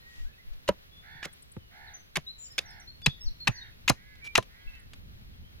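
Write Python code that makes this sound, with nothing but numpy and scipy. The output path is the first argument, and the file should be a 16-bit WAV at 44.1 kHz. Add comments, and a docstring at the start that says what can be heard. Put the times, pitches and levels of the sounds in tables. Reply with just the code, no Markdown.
"""In an open field, a hatchet chops a dry branch held against a log, first a few steps away, then close by.
A stroke bites, drags through the fibres and cracks the last of them: snaps of noise that ring damped modes.
The log then knocks, its modes driven by a contact pulse, and thumps the soil with a tone of sagging pitch.
Crows caw as trilled harmonic series and small birds chirp as gliding tones, far off. A sleeve rustles once,
straw ticks, and filtered noise makes a faint hiss, a low rumble and puffs of air."""
import sys
import numpy as np
from scipy import signal
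from scipy.fft import rfft, irfft, next_fast_len
from scipy.io import wavfile
from scipy.ndimage import uniform_filter1d

SR = 44100
rng = np.random.default_rng(int(sys.argv[2]) if len(sys.argv) > 2 else 0)


def store_pcm(level_fs):
    """Save levels as 16-bit WAV."""
    pcm = np.round(np.clip(level_fs, -1, 1) * 32767).astype(np.int16)
    wavfile.write(sys.argv[1], SR, np.atleast_2d(pcm).T)


N = 246959  # samples


def undb(db):
    """Level law: decibels to amplitude gain."""
    return 10 ** (np.asarray(db) / 20)


def clock(seconds):
    """Sampling: the sample times of a short sound, in seconds."""
    return np.arange(int(seconds * SR)) / SR


def unit(x):
    """Power normalisation: scale to rms 1."""
    return x / np.sqrt(np.mean(x ** 2, axis=-1, keepdims=True))


def burst(x, seconds):
    """Energy normalisation: scale a hit to the energy of rms 1 held for that long."""
    return x / np.sqrt(np.sum(x ** 2, axis=-1, keepdims=True) / (seconds * SR))


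def curve_db(points, hz):
    """Spectral envelope: interpolate levels on a log-frequency axis."""
    point_hz, point_db = np.transpose(points)
    return np.interp(np.log(hz + 1), np.log(point_hz), point_db)


def colour(x, points, tilt_db=0):
    """Minimum-phase filtering: a causal filter with the given spectrum, tilted per octave in the treble."""
    size = next_fast_len(2 * x.shape[-1], True)
    size += size % 2
    hz = np.arange(size // 2 + 1) * SR / size
    db = curve_db(points, hz) + tilt_db * np.log2(1 + hz / 1000)
    # folding the cepstrum onto positive times makes the filter causal
    cepstrum = irfft(np.log(undb(db)))[:size // 2]
    cepstrum[1:] *= 2
    response = np.exp(rfft(cepstrum, size))
    return irfft(rfft(x, size) * response, size)[..., :x.shape[-1]]


def ring(push, modes, ratio):
    """Modal superposition: a push drives damped modes; neighbours swing in opposite directions."""
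    t = np.arange(push.shape[-1]) / SR
    response = np.zeros(len(t))
    for k, (hz, db, t60) in enumerate(modes):
        decay = undb(db - 60 * t / t60)
        response += (-1) ** k * decay * np.sin(2 * np.pi * hz * ratio * t)
    return signal.fftconvolve(np.atleast_2d(push), response[None], axes=1)[:, :len(t)]


def add(out, s, x, pan_db=0):
    """Linear superposition: mix a sound in at time s; a positive pan favours the left."""
    start = max(0, int(s * SR))
    part = x[..., :max(0, N - start)]
    out[:, start:start + part.shape[-1]] += undb([[pan_db / 2], [-pan_db / 2]]) * part


def pair(shape, width):
    """Mid-side stereo: left and right noise; width is the size of the side part against the middle."""
    mid, side = rng.standard_normal((2, shape))
    return np.array([mid + width * side, mid - width * side])


def walk(rate, size=N):
    """Low-pass noise: a smooth random drift, with about this many fresh values per second."""
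    hold = int(SR / rate)
    steps = np.repeat(rng.standard_normal(size // hold + 1), hold)
    return uniform_filter1d(steps, hold)[:size]


def arrive(x, direction):
    """Directional hearing: each frequency meets two microphones with its direction's level and phase gap."""
    size = next_fast_len(N + SR // 10, True)
    hz, db, lead = np.transpose(direction)
    axis = np.log(np.arange(size // 2 + 1) * SR / size + 1)
    gain = undb(np.interp(axis, np.log(hz), db) / 2)
    half = gain * np.exp(.5j * np.interp(axis, np.log(hz), lead))
    return irfft(rfft(x, size) * np.array([half, 1 / half]), size)[:, :N]


RUMBLE_GAIN_DB, HISS_DB = 7, -58
# Spectrum of the low rumble. Each row: frequency in Hz, density in dB per Hz.
RUMBLE_SPECTRUM = [(20, 6), (40, 8.5), (80, 7.5), (130, 1), (220, -6), (400, -20), (900, -34), (3000, -80)]
# Course of the rumble. Each row: time in seconds, level in dB before RUMBLE_GAIN_DB.
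RUMBLE_LEVEL = [(0.0, -65), (2.289, -65.5), (3.461, -58), (4.6, -64), (4.98, -54.5), (5.6, -57)]
# Spectrum of the hiss of air. Each row: frequency in Hz, density in dB per Hz.
HISS_SPECTRUM = [(100, -15.5), (400, 1), (900, -5.5), (1900, -2.5), (4000, -3.5), (6000, -13),
                 (9000, -22.5), (12000, -8.5), (16000, -14)]
# Puffs of air on the microphone. Each row: start in seconds, length in seconds, level in dB.
PUFFS = [(0.172, 0.13, -35.5), (0.421, 0.19, -41), (3.23, 0.1046, -30), (4.641, 0.078, -39)]


def air(hiss_width=2.86, rumble_width=0.79, gust_db=2, drift_db=1):
    """Filtered noise: a wide smooth hiss, a wavering rumble and a few soft puffs on the microphone."""
    rumble_db = np.interp(np.arange(N) / SR, *np.transpose(RUMBLE_LEVEL)) + RUMBLE_GAIN_DB
    rumble = unit(colour(pair(N, rumble_width), RUMBLE_SPECTRUM))
    out = rumble * undb(rumble_db + gust_db * walk(25))
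    hiss = unit(colour(pair(N, hiss_width), HISS_SPECTRUM))
    out += hiss * undb(HISS_DB + drift_db * walk(16.0))
    puff_spectrum = [(8, -35.0), (19, -6.0), (30, -21.5), (55, -40.0), (150, -83), (600, -92.0)]  # (Hz, dB)
    for s, length, db in PUFFS:
        window = np.hanning(int(length * SR))
        puff = colour(pair(SR, 3.3), puff_spectrum)[:, -len(window):]  # the settled end of the filter
        add(out, s, undb(db) * unit(puff * window), 3)
    return out


SLIDE_EASE, QUAVER = 1.3, .007  # exponent of the glide; pitch wander as a share


def whistle(length, from_hz, to_hz, flutter_db=3.5, fade_share=0.27):
    """Frequency modulation: a tone swells, holds and fades as it glides, fast at first, quavering slightly."""
    u = np.linspace(0, 1, int(length * SR))
    glide = to_hz * (from_hz / to_hz) ** ((1 - u) ** SLIDE_EASE)
    pitch = glide * (1 + QUAVER * walk(270)[:len(u)])
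    swell = np.minimum(np.minimum(u, 1 - u), fade_share) * undb(flutter_db * walk(68)[:len(u)])
    return unit(swell * np.sin(2 * np.pi * np.cumsum(pitch) / SR))


# Nearest small birds. Each row: start in seconds, length in seconds, first pitch in Hz, last pitch in Hz,
# level in dB.
CHIRPS = [(0.0, 0.23, 1900, 1901, -58), (0.243, 0.075, 1440, 1800, -62.5),
          (0.378, 0.037, 1860, 2100, -58.5), (0.909, 0.11, 3400, 3487, -58.5),
          (1.008, 0.35, 3580, 3353, -64), (1.573, 0.12, 3100, 2895, -69.5),
          (1.862, 0.051, 4630, 3320, -56.5), (1.935, 0.027, 6220, 6100, -47),
          (1.956, 0.021, 5930, 6200, -57), (2.262, 0.061, 3800, 4164, -42.5),
          (2.377, 0.12, 7170, 7100, -48.5), (2.428, 0.058, 6800, 4610, -58),
          (2.501, 0.033, 4900, 5480, -53.5), (2.654, 0.032, 6100, 5500, -57.5),
          (2.681, 0.039, 4900, 5460, -55), (2.72, 0.024, 5130, 4200, -61), (2.795, 0.033, 6350, 5510, -58),
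          (2.871, 0.042, 4100, 4360, -49), (2.941, 0.022, 4450, 4330, -60.5),
          (3.025, .06, 5100, 4200, -49.5), (3.018, 0.13, 3465, 3420, -47),
          (3.094, 0.045, 3660, 3730, -51.5), (3.205, 0.046, 5470, 5556, -48),
          (3.233, 0.063, 5720, 5780, -57), (3.254, 0.041, 5000, 3930, -46.5),
          (3.398, 0.047, 4233, 4236, -45.5), (3.497, 0.093, 6310, 5850, -57.5),
          (3.548, 0.056, 5070, 4000, -49), (3.608, 0.029, 3794, 3707, -47.5),
          (4.21, 0.092, 2270, 2360, -45.5), (4.67, 0.028, 2680, 2600, -51),
          (4.727, 0.04, 2616, 2644, -53.5)]
# A tiny bird's runs of thin upward flicks. Each row: start in seconds, count, level in dB.
FLICK_RUNS = [(1.326, 3, -53.5), (2.514, 4, -61), (4.793, 1, -62)]
FLICK_EVERY_S, FLICK_S, FLICK_HZ = 0.0944, 0.015, (6850, 10700)  # first and last pitch
# Farther birds call at random; lengths vary from half to one and a half times CHORUS_S.
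CHORUS_PER_S, CHORUS_LOW_HZ, CHORUS_HIGH_HZ = 2.8, 1800, 4250
CHORUS_S, CHORUS_GLIDE_OCT, CHORUS_DB = 0.046, 0.1085, -67  # the glide goes up or down by at most this
# Direction of the trees. Each row: frequency in Hz, left minus right in dB, lead of the left in radians.
FROM_TREES = [(1900, -2, 2.4), (2600, -4.5, 2.3), (3800, 3, 2.24), (5400, -2, 2.73), (7000, 5, 2.8)]


def songbirds():
    """Gliding pure tones: a few clear chirps, runs of high flicks and a faint chorus behind them."""
    out = np.zeros((2, N))
    flicks = []
    for s, count, db in FLICK_RUNS:
        for k in range(round(count)):
            flicks.append((s + k * FLICK_EVERY_S, FLICK_S, *FLICK_HZ, db))
    chorus = []
    for when, long, high, up in rng.random((int(CHORUS_PER_S * N / SR), 4)):
        from_hz = CHORUS_LOW_HZ * (CHORUS_HIGH_HZ / CHORUS_LOW_HZ) ** high
        to_hz = from_hz * 2 ** (CHORUS_GLIDE_OCT * (2 * up - 1))
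        chorus.append((when * N / SR, CHORUS_S * (.5 + long), from_hz, to_hz, CHORUS_DB))
    for s, length, from_hz, to_hz, db in CHIRPS + flicks + chorus:
        add(out, s, undb(db) * whistle(length, from_hz, to_hz))
    return arrive(out, FROM_TREES)


LIFT_S, LIFT_LENGTH_S, LIFT_DB = 0.0, 0.36, -62.5  # as the hatchet is first raised
# Spectrum of one snapping fibre, of wood, straw or cloth. Each row: frequency in Hz, level in dB.
CRACKLE = [(150, -12.5), (500, -6), (1400, -2.5), (2800, 5), (4200, 1.5), (6800, -2.5), (8600, -10.5),
           (10300, -8), (12500, -16.5), (16000, -25.5)]


def sleeve(tilt_db=0):
    """Friction noise: cloth brushes past, swelling and fading."""
    out = np.zeros((2, N))
    window = np.hanning(int(LIFT_LENGTH_S * SR))
    rustle = window * colour(pair(len(window), 1.95), CRACKLE, tilt_db)
    add(out, LIFT_S, undb(LIFT_DB) * unit(rustle))
    return out


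def fibres(length, width, grain_db=4, first_touch=0.99, release_s=0.0031, after_db=-22, after_s=0.015):
    """Brittle fracture: dense snaps of uneven size grow slightly under load, then a few stragglers die away."""
    t = clock(.2)
    late = np.maximum(t - length, 0)
    wedge = np.interp(t, [0, length], [first_touch, 1])
    force = wedge * (np.exp(-late / release_s) + undb(after_db) * np.exp(-late / after_s))
    grains = np.repeat(rng.standard_normal(len(t)), 12)[:len(t)]  # each size holds for 12 samples
    return force * undb(grain_db * grains) * pair(len(t), width)


# Modes of the branch, damped by the hand and the wedged blade. Each row: frequency in Hz before the pitch
# ratio, level in dB, t60 in seconds.
BRANCH = [(570, -21.5, 0.01234), (884, -6, 0.02), (1390, -11.5, .02), (1590, -10, 0.014),
          (1852, 2.5, 0.016), (1940, -2, 0.026), (2567, 9, 0.012), (2732, 6, 0.011), (3146, -1.5, .01),
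          (3404, -1, 0.014), (3960, -1.5, 0.011), (4200, -2.5, 0.0097)]


def tear(length, ring_db, crackle_db, ratio, tilt_db, width=0.47, first_snap_db=20):
    """Impulsive excitation: one sharp snap, then more fibres crackle; all set the branch ringing."""
    cracks = fibres(length, width, release_s=0.0019)
    cracks[:, 0] += undb(first_snap_db)
    snaps = colour(cracks, CRACKLE, tilt_db)
    body = ring(snaps.mean(axis=0), BRANCH, ratio)
    return undb(ring_db) * burst(body, length) + undb(crackle_db) * burst(snaps, length)


CRACK_S = 0.002  # the last fibres, crushed against the log
# Modes of the steel head. Each row: frequency in Hz, level in dB, t60 in seconds.
STEEL = [(4045, -3, .02), (5070, -10, 0.016), (6275, -14, 0.034), (6640, -2.5, 0.0041), (6700, 1.5, 0.0028),
         (10800, -1.5, 0.011)]


def clink(db):
    """Modal ringing: the last fibres' crackle sets the steel head ringing."""
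    return undb(db) * burst(ring(fibres(CRACK_S, 0, release_s=0.00029), STEEL, 1), CRACK_S)


# Contact time of a hard knock, the level of that knock, and the drop in level that doubles the time.
CONTACT_S, HARD_KNOCK_DB, CONTACT_DOUBLES_DB = 0.00043, -13, 21.5
# Modes of the log. Each row: frequency in Hz before the pitch ratio, level in dB, t60 in seconds.
LOG = [(185, -22.5, 0.12), (320, -14.5, 0.063), (428.3, -2, 0.028), (530, 5, 0.018), (597.6, 3.5, 0.035),
       (620, -22, 0.028), (967, -7.5, 0.055), (1290, -13.5, 0.041), (1567, -8.5, 0.022)]
# Spectrum of bark crushed under the blade. Each row: frequency in Hz, level in dB.
BARK = [(80, -17.5), (250, -2), (700, -3), (1300, -7.5), (3000, -18.5), (10000, -64.5)]


def knock(db, ratio, bark_db, bark_s):
    """Contact mechanics: the blade rings the log and crushes bark; softer contact lasts longer, so is duller."""
    t = clock(.2)
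    contact_s = CONTACT_S * 2 ** ((HARD_KNOCK_DB - db) / CONTACT_DOUBLES_DB)
    push = t * np.exp(-4 * t / contact_s)
    bark = colour(np.exp(-t / bark_s) * pair(len(t), 0.45), BARK)
    return undb(db) * burst(ring(push, LOG, ratio), 0.0018) + undb(bark_db) * burst(bark, 0.0043)


def thud(db, hz, sag, swell_s=0.0053, sag_s=0.0052, soil_db=-22, soil_s=0.0063):
    """Yielding support: the log rocks for a few cycles, its pitch sagging as the ground yields."""
    t = clock(.2)
    phase = 2 * np.pi * np.cumsum(hz * (1 + sag * np.exp(-t / sag_s))) / SR
    rock = burst(t * np.exp(-t / swell_s) * np.sin(phase), 0.0057)
    soil_noise = t * np.exp(-t / soil_s) * pair(len(t), 1.0)
    soil = burst(colour(soil_noise, RUMBLE_SPECTRUM), 0.18)
    return undb(db) * (rock + undb(soil_db) * soil)


CLOSE_FROM_S = 3.03  # later strokes fall close by
BITE_CRACKLE_DB, CRACK_RING_DB = -2, -14.5  # crackle against the bite's ring; ring against the last crack
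# The blade bites through a bundle of fibres. Each row: start in seconds, length in seconds, level in dB,
# crackle tilt in dB per octave, branch pitch ratio.
BITES = [(0.678, 0.016, -33, -1.5, 1.12), (1.2288, 0.0026, -33, -6.5, .95), (1.233, 0.018, -43, 2, 0.77),
         (1.248, 0.0081, -41.5, -3, 0.83), (2.1564, 0.0093, -27, 1, .88), (2.5808, 0.003, -24, 0.5, 0.9),
         (2.584, 0.0055, -25.5, 1.5, 1.38), (3.0614, 0.0024, -15, 2, 1.02),
         (3.0643, 0.00092, -16.5, -3, 0.95), (3.4726, 0.0012, -15.5, -2.5, 1.02),
         (3.4758, .0025, -17, -5.5, 1.005), (3.8786, 0.0048, -19, -1.5, 0.99),
         (3.8885, 0.0041, -22.5, 5.5, 0.81), (4.3534, 0.0015, -13.5, 0.5, 0.99),
         (4.3559, 0.0011, -10.5, -1.5, 1), (4.361, 0.013, -31.5, -2, 0.93)]
# The last fibres crack and the steel clinks as the blade gets through. Each row: start in seconds,
# crack level in dB, crackle tilt in dB per octave, steel level in dB.
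LANDINGS = [(0.688, -28.5, 6.5, -37), (1.254, -33, 6, -55), (2.169, -21.5, -5.5, -28),
            (2.5881, -29, 3, -39), (3.0658, -26, -5.5, -19), (3.48, -24, 7.5, -33), (3.8971, -16, 6, -17),
            (4.3775, -20, 0.5, -21.5)]
# Blows on the log. Each row: start in seconds, knock level in dB, log pitch ratio, bark level in dB,
# decay of the bark crush in seconds.
KNOCKS = [(0.689, -10.5, 1, -27.5, 0.013), (1.2558, -40.5, 1, -38.5, 0.0093),
          (1.566, -35.5, .55, -43.5, .004), (2.171, -33, 1.03, -30.5, .007),
          (2.589, -39.5, .95, -42, 0.018), (3.066, -39.5, 1.5, -27, 0.0093),
          (3.479, -36, 1.525, -25.5, 0.0098), (3.8982, -20, 1.2, -15.5, 0.0081),
          (4.3789, -17.5, 1.05, -20, .005), (4.383, -13, 1.06, -21, .004)]
# The log rocks on the soil. Each row: start in seconds, level in dB, settled pitch in Hz, share by which
# the pitch starts higher.
THUDS = [(.692, -27, 190, 0.36), (1.151, -47.5, 126, .3), (1.256, -45, 165, .3), (1.567, -34.5, 85.1, 3.2),
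         (2.173, -30.5, 143.2, .8), (2.594, -52, 128, 0.26), (3.0709, -19, 136.8, 0.39),
         (3.486, -21.5, 117, 0.68), (3.901, -21.5, 119, 0.89), (4.383, -29, 107, .5)]
# Direction of the log a few steps away. Each row: frequency in Hz, left minus right in dB, lead of the
# left in radians.
FROM_FAR_LOG = [(100, 2, 0.4), (250, -1.5, -1.7), (500, -2.5, 0.12), (1000, 1.5, 1.34), (1800, -5, -0.6),
                (2700, -0.5, 1.02), (4200, -1.5, 1.5), (7200, 1.5, 0.94), (11500, -2, 4)]
# Direction of the log close by. Each row: frequency in Hz, left minus right in dB, lead of the left in
# radians.
FROM_CLOSE_LOG = [(110, -4.5, -1.1), (260, -4.5, -1), (481.5, -1, -2.5), (930, -.5, -6), (1800, 2.5, -5),
                  (2667, 7, -5.5), (4200, 2.5, -5.5), (7000, 2, -6), (11900, -.5, -2)]


def hatchet():
    """Successive impacts: bites through wood, a last crack with a clink of steel, the log's knock and thud."""
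    far, close = np.zeros((2, 2, N))

    def place(s):
        """Source position: choose the far or the close log by the time."""
        return close if s > CLOSE_FROM_S else far

    for s, length, db, tilt_db, ratio in BITES:
        add(place(s), s, tear(length, db, db + BITE_CRACKLE_DB, ratio, tilt_db))
    for s, db, tilt_db, steel_db in LANDINGS:
        last_crack = tear(CRACK_S, db + CRACK_RING_DB, db, 0.86, tilt_db)
        add(place(s), s, last_crack + clink(steel_db))
    for s, db, ratio, bark_db, bark_s in KNOCKS:
        add(place(s), s, knock(db, ratio, bark_db, bark_s))
    for s, db, hz, sag in THUDS:
        add(place(s), s, thud(db, hz, sag))
    return arrive(far, FROM_FAR_LOG) + arrive(close, FROM_CLOSE_LOG)


STRAW_PER_S, STRAW_S, STRAW_DB = 1.2, 0.0051, -61  # stray ticks of dry straw
# Splinters cracking. Each row: start in seconds, length in seconds, level in dB.
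SPLINTERS = [(3.017, 0.0031, -51.5), (4.243, 0.026, -50.5), (4.273, 0.0011, -40), (4.426, 0.0038, -44.5),
             (4.934, 0.0035, -45.5)]


def splinters(tilt_db=-1):
    """Random fracture: stray ticks in the straw, and small cracks as the branch is twisted."""
    out = np.zeros((2, N))
    straw_times = rng.uniform(0, N / SR, int(STRAW_PER_S * N / SR))
    straw = [(s, STRAW_S, STRAW_DB) for s in straw_times]
    for s, length, db in straw + SPLINTERS:
        crack = colour(fibres(length, 0.14), CRACKLE, tilt_db)
        add(out, s, undb(db) * burst(crack, length), 1)
    return out


TRILL_DEPTH, TRILL_REF_HZ = 0.13, 72.4  # pitch swing as a share, at this trill rate; faster ones swing wider
CAW_ARCH, TRILL_UNSTEADY = .19, .09  # pitch drop at the ends and trill rate wander, as shares
THROAT_SIZE = 0.99  # dividing the throat's frequencies by this gives those heard
# Crows. Each row: start in seconds, length in seconds, top pitch of the arch in Hz, level in dB,
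# boost of the fundamental in dB, mean trill rate in Hz.
CAWS = [(1.021, .28, 834.4, -53.5, -5.5, 73.1), (1.705, .285, 808.6, -55, 1, 71.1),
        (2.608, .245, 814, -55.5, -1.5, 71.4), (3.453, .26, 886.5, -55, -11, 75.2),
        (3.918, .37, 939, -62.5, -23.5, 176.7), (4.475, .38, 924, -62, -14, 179.7)]
# Resonance of a crow's throat. Each row: frequency in Hz before THROAT_SIZE, level in dB.
THROAT = [(400, -12.5), (750, -4), (900, -3.5), (1200, -4.5), (1650, 2.5), (2100, 3.5), (2400, -18),
          (3200, -22.5), (4300, -12), (5000, -30)]
# Direction of the crows. Each row: frequency in Hz, left minus right in dB, lead of the left in radians.
FROM_CROWS = [(800, 0, 0.96), (1604, -7, 2.34), (2100, -6.5, 1.17)]


def crows(jitter=0.023, throb_db=1.5):
    """Source and filter: a caw swells and arches in pitch; a fast trill in pitch and loudness makes it harsh."""
    out = np.zeros((2, N))
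    for s, length, top_hz, db, fundamental_db, trill_hz in CAWS:
        u = np.linspace(-1, 1, int(length * SR))
        arch = 1 - CAW_ARCH * u ** 2
        rasp = (TRILL_REF_HZ / trill_hz) ** 2  # slow trills are the uneven ones
        trill_rate = trill_hz * (1 + TRILL_UNSTEADY * rasp * walk(33, len(u)))
        trill = np.sin(2 * np.pi * np.cumsum(trill_rate) / SR)
        depth = TRILL_DEPTH * np.sqrt(trill_hz / TRILL_REF_HZ)
        hz = top_hz * arch * (1 + depth * trill + jitter * rasp * walk(330, len(u)))
        phase = 2 * np.pi * np.cumsum(hz) / SR
        voice = np.zeros(len(u))
        for k in range(1, 7):  # harmonics
            harmonic_db = curve_db(THROAT, k * hz * THROAT_SIZE) + fundamental_db * (k == 1)
            voice += undb(harmonic_db) * np.sin(k * phase)
        swell = (1 - u ** 2) ** .6
        add(out, s, undb(db) * unit(voice * undb(throb_db * trill) * swell))
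    return arrive(out, FROM_CROWS)


def field(x, wet_db, t60_s, tilt_db):
    """Diffuse scattering: ground, bushes and far trees send back a thin, decaying tail."""
    t = clock(.8)
    onset = np.minimum(t / .015, 1)
    tail = pair(len(t), 1) * undb(-60 * t / t60_s) * onset
    tail_spectrum = [(100, 8.5), (1500, -0.5), (6000, 2.5), (15000, -33.5)]  # (Hz, dB)
    tail = burst(colour(tail, tail_spectrum, tilt_db), 1 / SR)
    return x + undb(wet_db) * signal.fftconvolve(x, tail, axes=1)[:, :N]


def scene():
    """Superposition of sources: chopping in the foreground, birds far away, open air."""
    chopping = field(hatchet() + splinters() + sleeve(), wet_db=-33, t60_s=0.2, tilt_db=4)
    birds = field(crows() + songbirds(), wet_db=-11, t60_s=0.32, tilt_db=-0.5)
    return chopping + birds + air()


TOP_HZ = 15900


def record(dry):
    """Band limiting: the recorder cuts the top with a steep elliptic low-pass."""
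    return signal.sosfilt(signal.ellip(8, .2, 70, TOP_HZ, fs=SR, output="sos"), dry)


dry = scene()
out = record(dry)
store_pcm(out)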